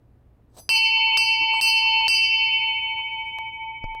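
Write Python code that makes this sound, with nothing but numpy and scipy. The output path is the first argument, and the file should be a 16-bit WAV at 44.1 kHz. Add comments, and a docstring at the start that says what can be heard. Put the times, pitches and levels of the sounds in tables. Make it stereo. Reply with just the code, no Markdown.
"""Brass bell in a quiet room

A small bell on a wooden wall, struck four times by its roped clapper, rings out on a stereo pair, its
partials beating in close pairs. Between blows the clapper's eye scrapes and the rope knocks. At the end
come a dry tick as the sound skips, a bump on the camera and another tick. The limiter ducks just ahead
of each blow and holds the ringing level until it has faded. Underneath lie a low rush and mains hum."""
import sys
import numpy as np
from scipy import signal
from scipy.fft import rfft, irfft
from scipy.io import wavfile
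from scipy.ndimage import uniform_filter1d, minimum_filter1d

SR = 44100
rng = np.random.default_rng(int(sys.argv[2]) if len(sys.argv) > 2 else 0)


def materialize(psi):
    """Save the field psi as 16-bit PCM at rate SR to the path in sys.argv[1].

    A 1-D psi becomes a single channel; in a 2-D psi each row is a channel.
    """
    bounded = np.clip(np.atleast_2d(psi).T, -1, 1)
    quanta = np.round(bounded * 32767).astype(np.int16)
    wavfile.write(sys.argv[1], SR, quanta)


N = 176400
T = np.arange(N) / SR

# The clapper's blows. Each row: start in seconds, strength in dB, extra dB for the upper mode of the
# first (hum note), second and sixth pair, treble lift in dB, treble tilt in dB per octave.
BLOWS = [(0.6918, 12.5, 8, 4, 3.5, 0.5, -2.5), (1.1731, 0.5, 13, 8.5, 2, 3, -6.5),
         (1.612, 2, 11.5, -6, 4.5, 2.5, -0.5), (2.081, -3, 1.5, 2.5, -3, 5.5, -7)]


def from_db(db):
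    """Decibels to gain."""
    return 10 ** (np.asarray(db) / 20)


def rms_one(x):
    """Scale to rms 1."""
    return x / np.sqrt(np.mean(x ** 2) + 1e-20)


def pan(db):
    """Left and right gains of constant power, the left louder by db."""
    return rms_one(from_db(np.array([[db], [-db]]) / 2))


def fade(age, t60):
    """Exponential decay, 60 dB down after t60 seconds, silent before age 0."""
    return (age >= 0) * np.exp(-np.log(1000) * np.clip(age / t60, 0, 4))


def decays(events, t60):
    """One decay per event, summed; each row begins with start in seconds and level in dB."""
    return sum(from_db(db) * fade(T - start, t60) for start, db, *_ in events)


def noise(spectrum, likeness=0.35):
    """Coloured stereo noise of rms 1; likeness is the correlation of left and right."""
    hz, db = np.transpose(spectrum)
    gain = from_db(np.interp(np.log(np.fft.rfftfreq(N, 1 / SR) + 1), np.log(hz), db))
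    mid, side = irfft(rfft(rng.standard_normal((2, N))) * gain, N)
    return rms_one(np.sqrt(1 + likeness) * mid + np.sqrt(1 - likeness) * side * [[1], [-1]])


def resonate(x, hz, width_hz):
    """A two-pole resonance of peak gain 1."""
    r = np.exp(-np.pi * width_hz / SR)
    feedback = [1, -2 * r * np.cos(2 * np.pi * hz / SR), r * r]
    return signal.lfilter(np.array([1, 0, -1]) * (1 - r * r) / 2, feedback, x + 1e-18)


def mode(age, hz, pan_db, lead_rad):
    """One mode of the bell at the two microphones, the left ahead in phase by lead_rad."""
    angle = 2 * np.pi * (hz * age % 1) + np.array([[1], [-1]]) * lead_rad / 2
    return pan(pan_db) * np.sin(angle)


def bell():
    """Each blow sets all the modes of the brass going afresh; close neighbours beat as they die away."""
    # The strong pairs of modes. Each row: lower and upper frequency in Hz.
    pair_hz = [(889.5, 893.3), (2246.4, 2260.2), (2527.9, 2538.3), (2688.2, 2697.3), (3043.6, 3049.9),
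               (4327, 4331), (5281.2, 5295)]
    # How those pairs ring. Each row: t60 in seconds, first swell in beat periods, then for lower and
    # upper mode in turn: levels in dB, left over right in dB, left leads in radians.
    pair_rings = [(26.3, 0.048, -30.5, -29.5, 8.5, -3.5, 3, 0.26),
                  (7.1, 0.59, -19.5, -21, 2, 3.5, 0.92, 1.74), (3.8, 1, -24, -19.5, 8.5, 10, -1.04, 4.5),
                  (1.637, 0.27, -2.5, -1.5, 4.5, 1, 1, 2.19), (3.09, 0.044, -8.5, -21, 5.5, -17, 0.1, -2),
                  (1.54, 0.99, -26, -15, -6, 10.5, 6.86, 1), (0.84, 0.35, -22, -24, 2, 4.5, 0.47, 1)]
    # The other modes. Each row: Hz, level in dB, t60 in seconds, left over right in dB.
    overtones = [(1794, -49.5, 3, -1), (4710, -8, 0.56, 7.5), (4785, -8.5, 0.75, 1.5),
                 (4786, -39.5, 2.73, -2), (5924, -18, .75, -3), (6016, -11, 0.48, 7),
                 (6970, -33, 0.38, 2.5), (7730, -25.5, 0.28, 4), (8320, -21, .3, -7.5), (8033, -15, .32, 3),
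                 (8205, -17, .38, -1), (8854, -16, .37, 7), (9712, -25, .45, 7), (8690, -20, 0.33, 11.5),
                 (10185, -28, 0.26, -7), (10411, -21.5, 0.35, -3.5), (10720, -31.5, .48, -2),
                 (11300, -25.5, .38, 5), (11138, -26.5, 0.27, 8.5), (11835, -24, 0.32, -11),
                 (12950, -37.5, .45, 4.5), (13573, -19, .32, 0), (13950, -34, .3, 2.5),
                 (15030, -32.5, .33, -0.5), (15750, -34.5, .35, 1), (13754, -70, 4, 3)]
    # The hum note's lower mode shifts between the microphones. Each row: seconds, extra lead in radians.
    hum_shift = [(3.1, 0), (3.6, -1.8)]
    treble_hz, twin_db, twin_split_hz = 4500, -9.5, 10
    build_db, build_s = -1, 0.09
    starts, strength_db, hum_db, second_db, sixth_db, treble_db, tilt_db = np.transpose(BLOWS)
    latest = np.maximum(np.searchsorted(starts, T, "right") - 1, 0)
    age = T - starts[latest] + 0.021 * (T > 3.3865)   # the ringing skips ahead at the first tick

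    def envelope(hz, t60):
        """A mode's level since the latest blow, which has its own brightness."""
        colour_db = (hz > treble_hz) * (treble_db + tilt_db * np.log2(hz / treble_hz))
        return from_db(strength_db + colour_db)[latest] * fade(age, t60)

    out = np.zeros((2, N))
    even = np.zeros(len(starts))
    answers_db = (hum_db, second_db, even, even, even, sixth_db, even)
    for (low_hz, high_hz), ring, answer_db in zip(pair_hz, pair_rings, answers_db):
        t60, swell, low_db, high_db, low_pan, high_pan, low_lead, high_lead = ring
        if low_hz == pair_hz[0][0]:
            low_lead = low_lead + np.interp(T, *np.transpose(hum_shift))
        lower = from_db(low_db) * mode(age, low_hz, low_pan, low_lead)
        upper = mode(age - swell / high_hz, high_hz, high_pan, high_lead)
        out += envelope(low_hz, t60) * (lower + from_db(high_db + answer_db)[latest] * upper)
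    for hz, db, t60, pan_db in overtones:
        lead, twin_lead, detune = rng.uniform(-1.044, 1, 3)
        main = mode(age, hz, pan_db, lead_rad=3.73 * lead)
        twin = mode(age, hz + twin_split_hz * (1 + detune / 2), pan_db, lead_rad=np.pi * twin_lead)
        out += from_db(db) * envelope(hz, t60) * (main + from_db(twin_db) * twin)
    # The ringing fills the room just after a blow.
    return out * from_db(build_db * np.exp(-np.maximum(age, 0) / build_s))


def clank():
    """The crack of metal on metal at each blow, and its dull tail in the room."""
    # The colours of the contact and of the room's answer. Each row: Hz, relative level in dB.
    contact_colour = [(100, -4.5), (500, -13.5), (1000, -5.5), (1800, -14.5), (3500, -15.5), (4800, 17.5),
                      (7000, -29), (10000, -29.5), (16000, -19.5)]
    room_colour = [(100, -3.5), (500, -6.5), (1000, 5.5), (1800, -10.5), (3500, -15), (5000, -14.5),
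                   (7000, -24), (16000, -33.5)]
    crack = from_db(7.5) * decays(BLOWS, t60=0.018) * noise(contact_colour)
    tail = from_db(-25) * decays(BLOWS, t60=0.28) * noise(room_colour)
    return crack + tail


def clapper_scrapes():
    """The clapper's eye slips and catches in its hanger, rasping and making the clapper ring faintly."""
    # Scrapes that swell and fade. Each row: middle in seconds, half length in seconds, level in dB.
    scrapes = [(.585, 0.043, -53.5), (1.565, 0.048, -44.5), (1.93, 0.029, -53), (2.02, 0.045, -54)]
    # The eye catches with a clink. Each row: start in seconds, level in dB.
    clinks = [(0.5455, -62), (0.5535, -62.5), (0.5841, -45), (1.532, -36.5), (1.565, -43.5), (1.905, -51),
              (1.945, -60), (2.001, -46.5), (3.252, -63.5), (3.532, -64.5)]
    # The colour of the rasp. Each row: Hz, relative level in dB.
    rasp_colour = [(200, 2), (700, 10), (1500, -9), (2500, -14), (4000, -2.5), (7000, -8.5), (10000, -16.5),
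                   (14500, -17), (16000, -17.5)]
    # The clapper's own modes. Each row: Hz, relative level in dB, t60 in seconds.
    clapper_modes = [(4900, -8.5, 0.35), (6100, -4, 0.22), (8060, 2.5, 0.27), (10960, -5.5, 0.23),
                     (12200, -8.5, 0.2), (14700, -8, 0.18)]
    slips_per_s, slip_spread_db, ring_db = 54, 7, -3
    slip = np.cumsum(rng.random(N) < slips_per_s / SR)
    grain = rms_one(from_db(slip_spread_db * rng.standard_normal(N))[slip])
    swells = sum(from_db(db) * np.exp(-((T - middle) / half) ** 2) for middle, half, db in scrapes)
    rub = grain * swells + decays(clinks, t60=0.033)
    friction = rub * rng.standard_normal((2, N))
    ring = np.zeros((2, N))
    for hz, db, t60 in clapper_modes:
        damping = np.log(1000) / t60
        ring += from_db(db) * resonate(friction, hz, damping / np.pi) * np.sqrt(SR / damping)
    return pan(db=2.5) * (rub * noise(rasp_colour) + from_db(ring_db) * ring)


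def rope_knocks():
    """Working the rope gives soft, hollow knocks: bursts of noise through one resonance."""
    # The knocks. Each row: start in seconds, level in dB.
    knocks = [(0.932, -28), (.968, -20.5), (1.07, -24), (1.118, -26.5), (1.414, -29), (1.533, -24.5),
              (1.824, -34), (1.85, -30.5), (1.948, -36), (2.003, -31.5), (2.372, -41), (2.852, -49),
              (2.985, -44)]
    hz, width_hz = 959, 120
    push = rng.standard_normal(N) * decays(knocks, t60=0.14)
    hollow = resonate(resonate(push, hz, width_hz), hz, 2 * width_hz)
    return hollow * np.sqrt(SR / (2 * width_hz))


def mount_thuds():
    """The wooden mount thuds under the pull, one low damped tone each time."""
    # The thuds. Each row: start in seconds, pitch in Hz, level in dB.
    thuds = [(1.408, 309, -30.5), (2.291, 453, -51)]
    rise_s = 0.0043
    out = np.zeros(N)
    for start, hz, db in thuds:
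        age = T - start
        envelope = np.clip(age / rise_s, 0, 1) * fade(age, t60=0.16)
        out += from_db(db) * envelope * np.sin(2 * np.pi * hz * age)
    return out


def ticks_and_camera_bump():
    """A dry tick, a thump of the bumped camera body in the right microphone, then a second tick."""
    # The ticks. Each row: start in seconds, level in dB.
    ticks = [(3.387, -33), (3.949, -34.5)]
    # Their colour. Each row: Hz, relative level in dB.
    tick_colour = [(150, 1), (900, 4.5), (1600, -5), (2800, -17), (5000, -27.5), (15000, -53)]
    # The modes of the camera body. Each row: Hz, level in dB, t60 in seconds.
    body_modes = [(27, -24, 0.37), (104.7, -19, 0.031), (243, -26.5, 0.0174), (575, -21, 0.0084),
                  (1180, -69, 0.0083), (4750, -44, 0.0084)]
    bump_s = 3.8415
    ticking = noise(tick_colour, likeness=0.85) * decays(ticks, t60=0.018)
    age = T - bump_s
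    thump = sum(from_db(db) * fade(age, t60) * np.sin(2 * np.pi * hz * age) for hz, db, t60 in body_modes)
    return ticking + pan(db=-23.5) * thump


def room_tone():
    """A low steady rush with a little mains hum."""
    # The colour of the rush. Each row: Hz, relative level in dB.
    rush_colour = [(15, -36.5), (25, -12), (114, -11), (145, -21.5), (263, -20.5), (463, -26.5), (545, -31),
                   (591, -29), (6380, -62.5), (16000, -60.5)]
    # The mains hum and its octave. Each row: Hz, level in dB.
    mains = [(59.5, -57.5), (119, -59.5)]
    hum = sum(from_db(db) * np.sin(2 * np.pi * (hz * T + rng.random())) for hz, db in mains)
    return from_db(-57) * noise(rush_colour, likeness=0.85) + hum


def scene():
    """The bell with its clapper, rope and mount, then a tick, a bump on the camera and another tick."""
    return bell() + clank() + clapper_scrapes() + rope_knocks() + mount_thuds() + ticks_and_camera_bump()


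def reduction(power, limit_db, release_db_per_s):
    """Decibels by which the level exceeds a limit, let go at a steady rate."""
    over_db = np.maximum(10 * np.log10(np.maximum(power, 1e-12)) - limit_db, 0)
    return np.maximum.accumulate(over_db + release_db_per_s * T) - release_db_per_s * T


def record(dry):
    """The recorder: slow gain control and a fast limiter, both looking ahead; room tone; a top cut."""
    sense_s, look_ahead_s, cutoff_hz = 0.12, 0.0065, 17000
    power = np.mean(dry ** 2, axis=0)
    pole = np.exp(-1 / (sense_s * SR))
    slow_power = signal.lfilter([1 - pole], [1, -pole], power)
    slow_db = reduction(slow_power, limit_db=-12.5, release_db_per_s=18.5)
    fast_db = reduction(uniform_filter1d(power, size=64), limit_db=-14, release_db_per_s=300)
    half = int(look_ahead_s * SR / 2)
    gain_db = minimum_filter1d(-np.maximum(slow_db, fast_db), 2 * half + 1, origin=-half)
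    smooth_db = uniform_filter1d(uniform_filter1d(gain_db, size=128), size=96)
    top_cut = signal.cheby2(12, 70, cutoff_hz, fs=SR, output="sos")
    return signal.sosfilt(top_cut, dry * from_db(smooth_db) + room_tone())


dry = scene()
out = record(dry)
materialize(out)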